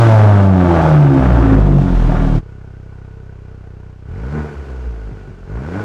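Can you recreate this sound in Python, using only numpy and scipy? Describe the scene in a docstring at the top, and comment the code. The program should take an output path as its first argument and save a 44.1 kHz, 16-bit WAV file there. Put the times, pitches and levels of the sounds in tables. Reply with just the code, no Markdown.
"""In a workshop, close behind the sports exhaust of a V8 car. With the exhaust valves open, the engine
falls from high revs: its pulses boom in the pipe, gas rushes out and unburnt fuel pops, loud enough
to overload the microphone. The sound cuts abruptly to a far quieter idle through the silencer, with
valves shut: the engine gets a quick push of the pedal, burbles on the way down and is revved again."""
import sys
import numpy as np
from scipy import signal
from scipy.fft import rfft, irfft, next_fast_len
from scipy.io import wavfile
from scipy.ndimage import map_coordinates

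SR = 44100
rng = np.random.default_rng(int(sys.argv[2]) if len(sys.argv) > 2 else 0)


def to_wav(s):
    """Save 16-bit WAV."""
    ch = np.atleast_2d(s).T  # columns
    pcm = np.round(np.clip(ch, -1, 1) * 32767)  # PCM
    wavfile.write(sys.argv[1], SR, pcm.astype(np.int16))


N = 257544

# Levels in the tables are relative. An "order" is a tone at a whole multiple of the firing rate.
# how often one row of cylinders fires as the engine runs down, valves open: t/s, f/Hz
RUN_DOWN = [(0.0, 117.45), (0.119, 109.69), (0.494, 95.28), (0.788, 81.76), (1.095, 69.88), (1.435, 55.96),
            (1.66, 49.2), (1.805, 47.0), (2.03, 40.81), (2.37, 37.4)]
# the same with valves shut, idling and revving twice: t/s, f/Hz
REVS = [(2.43, 32.9), (2.799, 32.08), (3.155, 32.6), (3.522, 31.48), (4.06, 31.18), (4.338, 75.83),
        (4.491, 73.44), (4.835, 61.75), (5.013, 53.09), (5.464, 42.75), (5.592, 61.64), (5.762, 97.25),
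        (5.84, 109.68)]
# strength of the four firings of one row: gain
CYLINDERS = [1.11, 0.63, 1.06, 0.99]
# share of the open-pipe sound in the mix: t/s, share
OPEN_SHARE = [(2.365, 0.88), (2.41, 0.0035)]
# standing waves, the notes the long open pipe favours: f/Hz, width/Hz, level/dB
PIPE_MODES = [(43.16, 2.1, -11.5), (51.65, 3, -14.5), (59.4, 8.3, -13), (106.7, 10.4, -14.5),
              (118.5, 18.2, -13), (146, 13.2, -2.5), (180.5, 17.1, -10), (266.5, 12.5, -5.5),
              (335.8, 10.6, -9)]
# the long pipe passes only low tones: f/Hz, level/dB
PIPE_LOSS = [(360, 1.5), (480, 3.5), (900, -40.5), (2500, -100)]
# pulse strength by firing rate, weaker near idle: f/Hz, level/dB
OPEN_PULSE = [(38, -8.5), (45, -6), (52, 1), (115, -4.5)]
# orders 1 to 3 entering the open pipe: level/dB at speed, level/dB near idle
OPEN_ORDERS = [(5, 4), (-1.5, -2), (-7.5, -6.5)]
# the two firing rates between which the run-down turns lumpy: f/Hz
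LUMPY_HZ = [45.2, 50.4]
# ring of the short tailpipes: f/Hz, level/dB
TAILPIPE = [(300, -36.5), (420, -10), (505, 0), (600, 4), (720, 1), (790, -7), (860, -0.5), (1000, -19.5),
            (1150, -5), (1500, -15.5), (2000, -28), (5000, -79.5)]
# unburnt fuel popping in the pipe: t/s, level/dB, f/Hz of the ring
POPS = [(0.124, -7, 950), (0.169, -22, 630), (0.707, -3.5, 820), (0.755, -4.5, 613), (0.803, -5, 817),
        (0.828, -9, 797), (0.853, -1.5, 852), (1.585, -7.5, 660), (1.667, -8, 685), (1.785, -8.5, 706),
        (2.092, -10, 616.3), (2.119, -11.5, 704), (2.275, -17.5, 737)]
# loudness of the gas, valves open: t/s, level/dB of the rasp, level/dB of the hiss
OPEN_GAS = [(0, -12.5, -34.5), (0.12, -16, -37.5), (0.33, -17, -42), (0.43, -21.5, -42.5), (0.5, -24, -49),
            (0.6, -20, -44.5), (0.72, -17.5, -42.5), (0.9, -18, -41), (1.1, -24, -47), (1.24, -19, -43.5),
            (1.55, -23, -46.5), (1.7, -29.5, -49), (1.95, -29.5, -45.5), (2.08, -24.5, -46.5),
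            (2.36, -29.5, -46)]
# tone of the rushing gas (low rasp, high hiss), valves open and shut: f/Hz, level/dB
OPEN_RASP = [(30, 6.5), (120, 7.5), (300, 12), (430, 2), (600, -3.5), (760, 5), (950, 4), (1250, 1.5),
             (1550, 2), (1900, -6.5), (2600, -12.5), (3500, -22), (9000, -100)]
OPEN_HISS = [(1200, -30), (2200, 1), (3600, -2), (4500, -7), (5500, -9), (7000, -13), (10000, -23),
             (13000, -30), (16000, -43)]
SHUT_RASP = [(30, -1), (130, 6.5), (300, 0.5), (450, 3.5), (620, -0.5), (820, -2), (1000, -4), (1280, -6),
             (1500, -5), (1800, -11.5), (2400, -14.5), (3200, -91.5), (9000, -100)]
SHUT_HISS = [(1500, -12), (2700, -1.5), (3600, -9), (4500, -9.5), (5500, -11.5), (7000, -14.5),
             (10000, -26), (13000, -30.5), (16000, -53.5)]
# quick pushes of the pedal: t/s of press, t/s of lift, level/dB added, level/dB of the flare
BLIPS = [(4.047, 4.461, 4.5, 5), (5.45, 5.837, 4, 1.5)]
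# what the silencer lets through of each pulse: f/Hz, level/dB
SILENCER = [(60, -3), (128, 14), (162, 9.5), (200, 3), (260, -2.5), (320, -4), (385, -2), (440, -2),
            (560, -39.5), (760, -16.5), (1100, -83), (1500, -82), (2000, -28), (6000, -100)]
# boom of the silencer at the firing rate: f/Hz, level/dB
SILENCER_BOOM = [(32, -41), (42, -30.5), (46, -37.5), (51, -28.5), (60, -21.5), (68, -29.5), (80, -28),
                 (105, -26.5)]
# orders 2 and 3 behind the silencer: level/dB idling, level/dB pedal down, level/dB coasting
SHUT_ORDERS = [(-38.5, -29.5, -39.5), (-37, -34.5, -46.5)]
# ring of the silencer's steel shell: f/Hz, width/Hz, level/dB
SHELL_MODES = [(446, 25, 3), (1478, 59, 3), (2360, 44, -19)]
# pops muffled by the silencer: t/s, level/dB
BURBLES = [(5.071, -24), (5.11, -12.5), (5.135, -19.5), (5.275, -14), (5.299, -22.5)]
# how long the workshop echoes: f/Hz, t/s to fade by 60 dB (called t60)
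ECHO_TIMES = [(100, 0.76), (1000, 0.63), (4000, 0.1), (12000, 0.47)]
# how much of the overload acts at each pitch (0 dB and above means all): f/Hz, level/dB
OVERLOAD_SHARE = [(1200, 7.5), (2200, 12.5), (3500, -5.5), (8000, -3), (15000, -15.5)]

IDLE_HZ, OFF_IDLE_HZ = 34.24, 40  # firing rate at idle, and where the engine has left it
IDLE_PULSE_DB, IDLE_RASP_DB, IDLE_HISS_DB = -51.5, -48.5, -63  # starting gains at idle
EFFORT_DB_PER_OCTAVE, HISS_DB_PER_OCTAVE = 9.5, 8.5  # growth each time the engine speed doubles
HISS_EFFORT_SHARE = 0.31  # how much of the pedal's effort reaches the hiss
PRESS_S, RELEASE_S = 0.044, 0.11  # time the throttle takes to open and to close
FLARE_LEAD_S, FLARE_S = 0.078, 0.05  # the level flares before each lift: how early, half width
DIP_LEAD_S, DIP_S, DIP_DB = 0.075, 0.049, -3  # the level dips briefly before each press


def open_exhaust():
    """Valves open: the firing pulses sweep down through the standing waves of the straight pipe."""
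    rate_hz, = curves(RUN_DOWN)
    rasp_db, hiss_db = curves(OPEN_GAS)
    orders_db = open_orders(rate_hz, lumps_db=3)
    angle = firing_angle(rate_hz, jitter=.0035)
    firings = pulses(angle, scatter_db=1.2)
    clean = np.interp(rate_hz, [45, 70, 100], [.33, .6, .85])  # clean at high revs, ragged lower down
    bark = pipe_bark(angle, rate_hz, clean)
    snarl = unit(filtered(firings * np.sqrt(rate_hz), causal(TAILPIPE)))
    rush = gas(angle, OPEN_RASP, puff_db=1, puff_share=1.0, lead=0.046, rough_db=3.5)
    rasp = amp(rasp_db + 1.57) * (np.sqrt(clean) * snarl + np.sqrt(1 - clean) * rush)
    hiss = amp(hiss_db + 2.2) * gas(angle, OPEN_HISS, puff_db=3, puff_share=.3, lead=.1, rough_db=1)
    crackle = amp(-0.5) * pops(t60=0.042, crack_t60=0.0069, crack_db=-12)
    return boom(angle, orders_db, lead=0.72) + bark + workshop(rasp + hiss + crackle, wet_db=-4.5)


def open_orders(rate_hz, lumps_db):
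    """Levels of the three lowest tones: each swells as it meets a standing wave, and is lumpy near idle."""
    slow = np.interp(rate_hz, LUMPY_HZ, [1, 0])
    levels_db = []
    for k, (fast_db, slow_db) in enumerate(OPEN_ORDERS, 1):
        entering_db = fast_db + slow * (slow_db - fast_db + lumps_db * wobble(14))
        pipe_db = 20 * np.log10(np.abs(resonances(PIPE_MODES)(k * rate_hz)))
        levels_db.append(entering_db + pipe_db)
    return levels_db


def pipe_bark(angle, rate_hz, clean):
    """Soft thumps and the noise of ragged firing set the long pipe ringing."""
    thumps = pulses(angle, scatter_db=1.2, softness=1.3, count=12)
    stumble = amp(13.0) * np.sqrt(1 - clean) * rng.standard_normal(N)
    level_db = along(OPEN_PULSE, rate_hz) + 0.88 * (2.0 - clean) * wobble(34.32)
    pipe = lambda hz: np.abs(resonances(PIPE_MODES)(hz)) * amp(along(PIPE_LOSS, hz))
    return filtered(amp(level_db) * (thumps + stumble), pipe)


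def shut_exhaust():
    """Valves shut: the silencer softens the pulses to a putter at idle and a growl with the pedal down."""
    rate_hz, = curves(REVS)
    opening, push_db, surge_db = throttle()
    octaves = np.log2(rate_hz / IDLE_HZ)
    running = np.clip((rate_hz - IDLE_HZ) / (OFF_IDLE_HZ - IDLE_HZ), 0, 1)  # 0 at idle, 1 above it
    effort_db = EFFORT_DB_PER_OCTAVE * octaves + push_db + surge_db
    hiss_db = IDLE_HISS_DB + HISS_DB_PER_OCTAVE * octaves + HISS_EFFORT_SHARE * (push_db + surge_db)
    orders_db = shut_orders(rate_hz, running, opening, slack_db=-20, uneven_db=2.2)
    angle = firing_angle(rate_hz, jitter=.002)
    firings = amp(IDLE_PULSE_DB + effort_db) * pulses(angle, scatter_db=2.0, uneven=running)
    shell = resonances(SHELL_MODES)  # both the pulses and the gas set the steel ringing
    growl = filtered(firings, lambda hz: amp(along(SILENCER, hz)) + amp(-23) * shell(hz))
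    rush = gas(angle, SHUT_RASP, puff_db=7, puff_share=.22, lead=.08, rough_db=1.2)
    rasp = filtered(amp(IDLE_RASP_DB + effort_db) * rush, lambda hz: 1 + shell(hz))
    hiss = amp(hiss_db) * gas(angle, SHUT_HISS, puff_db=2.5, puff_share=.3, lead=0.056, rough_db=0.5)
    burble = amp(-3.0) * burbles(t60=0.069, thump_s=0.0016, thump_db=-9)
    drone = amp(surge_db) * boom(angle, orders_db, lead=5.1)
    return drone + growl + workshop(rasp + hiss + burble, wet_db=-9.0)


def shut_orders(rate_hz, running, opening, slack_db, uneven_db):
    """Levels of the three lowest tones, uneven above idle; the first sags while the pedal is moving."""
    first = along(SILENCER_BOOM, rate_hz) + slack_db * np.sin(np.pi * opening) ** 2
    upper = [opening * pushing + (1 - opening) * (running * coasting + (1 - running) * idling)
             for idling, pushing, coasting in SHUT_ORDERS]
    return [db + running * uneven_db * wobble(25) for db in [first] + upper]


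def throttle():
    """How far the pedal is down (0-1), the effort it adds (dB), and the brief dips and flares (dB)."""
    t = np.arange(N) / SR
    opening, push_db, surge_db = np.zeros((3, N))
    bump = lambda s, width: np.exp(-((t - s) / width) ** 2)
    for press, lift, db, flare_db in BLIPS:
        pedal = np.clip((t - press) / PRESS_S, 0, 1) * np.clip(1 - (t - lift) / RELEASE_S, 0, 1)
        opening += pedal
        push_db += db * pedal
        surge_db += flare_db * bump(lift - FLARE_LEAD_S, FLARE_S)
        surge_db += DIP_DB * bump(press - DIP_LEAD_S, DIP_S)
    return opening, push_db, surge_db


def firing_angle(rate_hz, jitter):
    """The engine's clock: one full turn per firing, slightly uneven."""
    return 2 * np.pi * (np.cumsum(rate_hz) / SR + jitter * wobble(60))


def boom(angle, levels_db, lead):
    """The lowest orders, nearly pure tones; the deepest runs ahead of the pulse by lead radians."""
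    tones = (amp(db) * np.cos(k * angle + lead / k ** 2) for k, db in enumerate(levels_db, 1))
    return -np.sqrt(2) * sum(tones)


def pulses(angle, scatter_db, softness=0, count=44, uneven=1):
    """The sharp part of each firing (orders 4 and up), sized by cylinder and chance unless uneven is 0."""
    firing = np.floor(angle / (2 * np.pi) + .5).astype(int).clip(0)
    total = firing.max() + 1
    sizes = np.resize(CYLINDERS, total) * amp(scatter_db * rng.standard_normal(size=1024))[:total]
    spikes = sum(np.cos(k * angle) * (4 / k) ** softness for k in np.arange(count) + 4)
    return -sizes[firing] ** uneven * spikes


def pops(t60, crack_t60, crack_db):
    """Unburnt fuel goes off: each pop is a short crack and a ring of the tailpipe."""
    out, t = np.zeros(N + SR), np.arange(SR // 8) / SR
    for s, db, hz in POPS:
        ring = np.sin(2 * np.pi * hz * t) * amp(-60 * t / t60) * (1 - np.exp(-t / 0.0019))
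        crack = signal.lfilter(*signal.butter(2, 2500, fs=SR), rng.standard_normal(len(t)))
        out[round(s * SR):][:len(t)] += amp(db) * (ring + crack * amp(crack_db - 60 * t / crack_t60))
    return out[:N]


def burbles(t60, thump_s, thump_db):
    """Muffled pops: a low push and a flutter of gas through the silencer."""
    out, t = np.zeros(N + SR), np.arange(SR // 5) / SR
    for s, db in BURBLES:
        push = amp(thump_db) * (1 - t / thump_s) * np.exp(-t / thump_s)
        flutter = rng.standard_normal(len(t)) * amp(6.5 - 60 * t / t60)
        out[round(s * SR):][:len(t)] += amp(db) * (push + flutter)
    return filtered(out[:N], causal(SILENCER))


def gas(angle, spectrum, puff_db, puff_share, lead, rough_db):
    """Swirling gas: noise that puffs up at each firing and dies down over a share of the turn."""
    age = (angle / (2 * np.pi) + lead) % 1  # turns since the last puff
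    puffs = amp(puff_db * np.exp(-age / puff_share) + rough_db * wobble(150))
    return unit(filtered(puffs * rng.standard_normal(N), causal(spectrum)))


def workshop(x, wet_db):
    """Add the room's echo at level wet_db; each pitch dies away at its own speed."""
    hz, t, noise = signal.stft(rng.standard_normal(SR // 2), SR, nperseg=256)
    fade = amp(-60 * t / along(ECHO_TIMES, hz)[:, None])
    tail = signal.istft(noise * fade, SR, nperseg=256)[1]
    delayed = np.pad(x, (300, 0))
    return x + amp(wet_db) * signal.fftconvolve(delayed, tail / np.linalg.norm(tail))[:N]


def amp(db):
    """Turn decibels into a gain."""
    return 10 ** (np.asarray(db) / 20)


def unit(x):
    """Scale a sound to an average power of 1."""
    return x / np.sqrt(np.mean(x ** 2) + 1e-20)


def along(points, hz):
    """Read between the rows of a (frequency, value) table, on a log frequency scale."""
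    f, v = np.transpose(points)
    return np.interp(np.log(hz + 1), np.log(f + 1), v)


def curves(rows):
    """One value per sample for each column after the time."""
    s, *cols = np.transpose(rows)
    return [np.interp(np.arange(N) / SR, s, c) for c in cols]


def wobble(rate):
    """A smooth random curve that heads for a new value rate times a second."""
    return map_coordinates(rng.standard_normal(int(N * rate / SR) + 4), [np.arange(N) * rate / SR])


def filtered(x, response):
    """Pass x through a filter, given as a function of frequency."""
    m = 2 * next_fast_len(N // 2 + SR // 2)
    return irfft(rfft(x, m) * response(np.fft.rfftfreq(m, 1 / SR)), m)[:N]


def causal(points):
    """A filter shaped by (frequency, level) points that never rings ahead of the sound (minimum phase)."""
    def response(hz):
        cepstrum = irfft(np.log(amp(along(points, hz))))
        half = len(cepstrum) // 2
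        cepstrum[1:half] *= 2
        cepstrum[half + 1:] = 0
        return np.exp(rfft(cepstrum))
    return response


def resonances(modes):
    """A filter that rings at each (frequency, width, level) row."""
    return lambda f: sum(amp(db) * 1j * f * w / (c * c - f * f + 1j * f * w) for c, w, db in modes)


def scene():
    """The loud open exhaust cuts abruptly to the quiet, silenced idle."""
    share = np.clip(curves(OPEN_SHARE)[0], 0, 1)
    return (share * open_exhaust() + (1 - share) * shut_exhaust())[None]


def record(dry):
    """The overloaded microphone rounds off the peaks; the very lowest and highest pitches are lost."""
    ceiling, hardness = .7, 7
    low_cut_hz, top_hz = 18, 15800
    x = dry[0]
    excess = x - x / (1 + np.abs(x / ceiling) ** hardness) ** (1 / hardness)
    flattened = x - filtered(excess, lambda hz: amp(np.minimum(along(OVERLOAD_SHARE, hz), 0)))
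    return filtered(flattened, lambda hz: (1 - np.exp(-(hz / low_cut_hz) ** 2)) * (hz < top_hz))[None]


dry = scene()
out = record(dry)
to_wav(out)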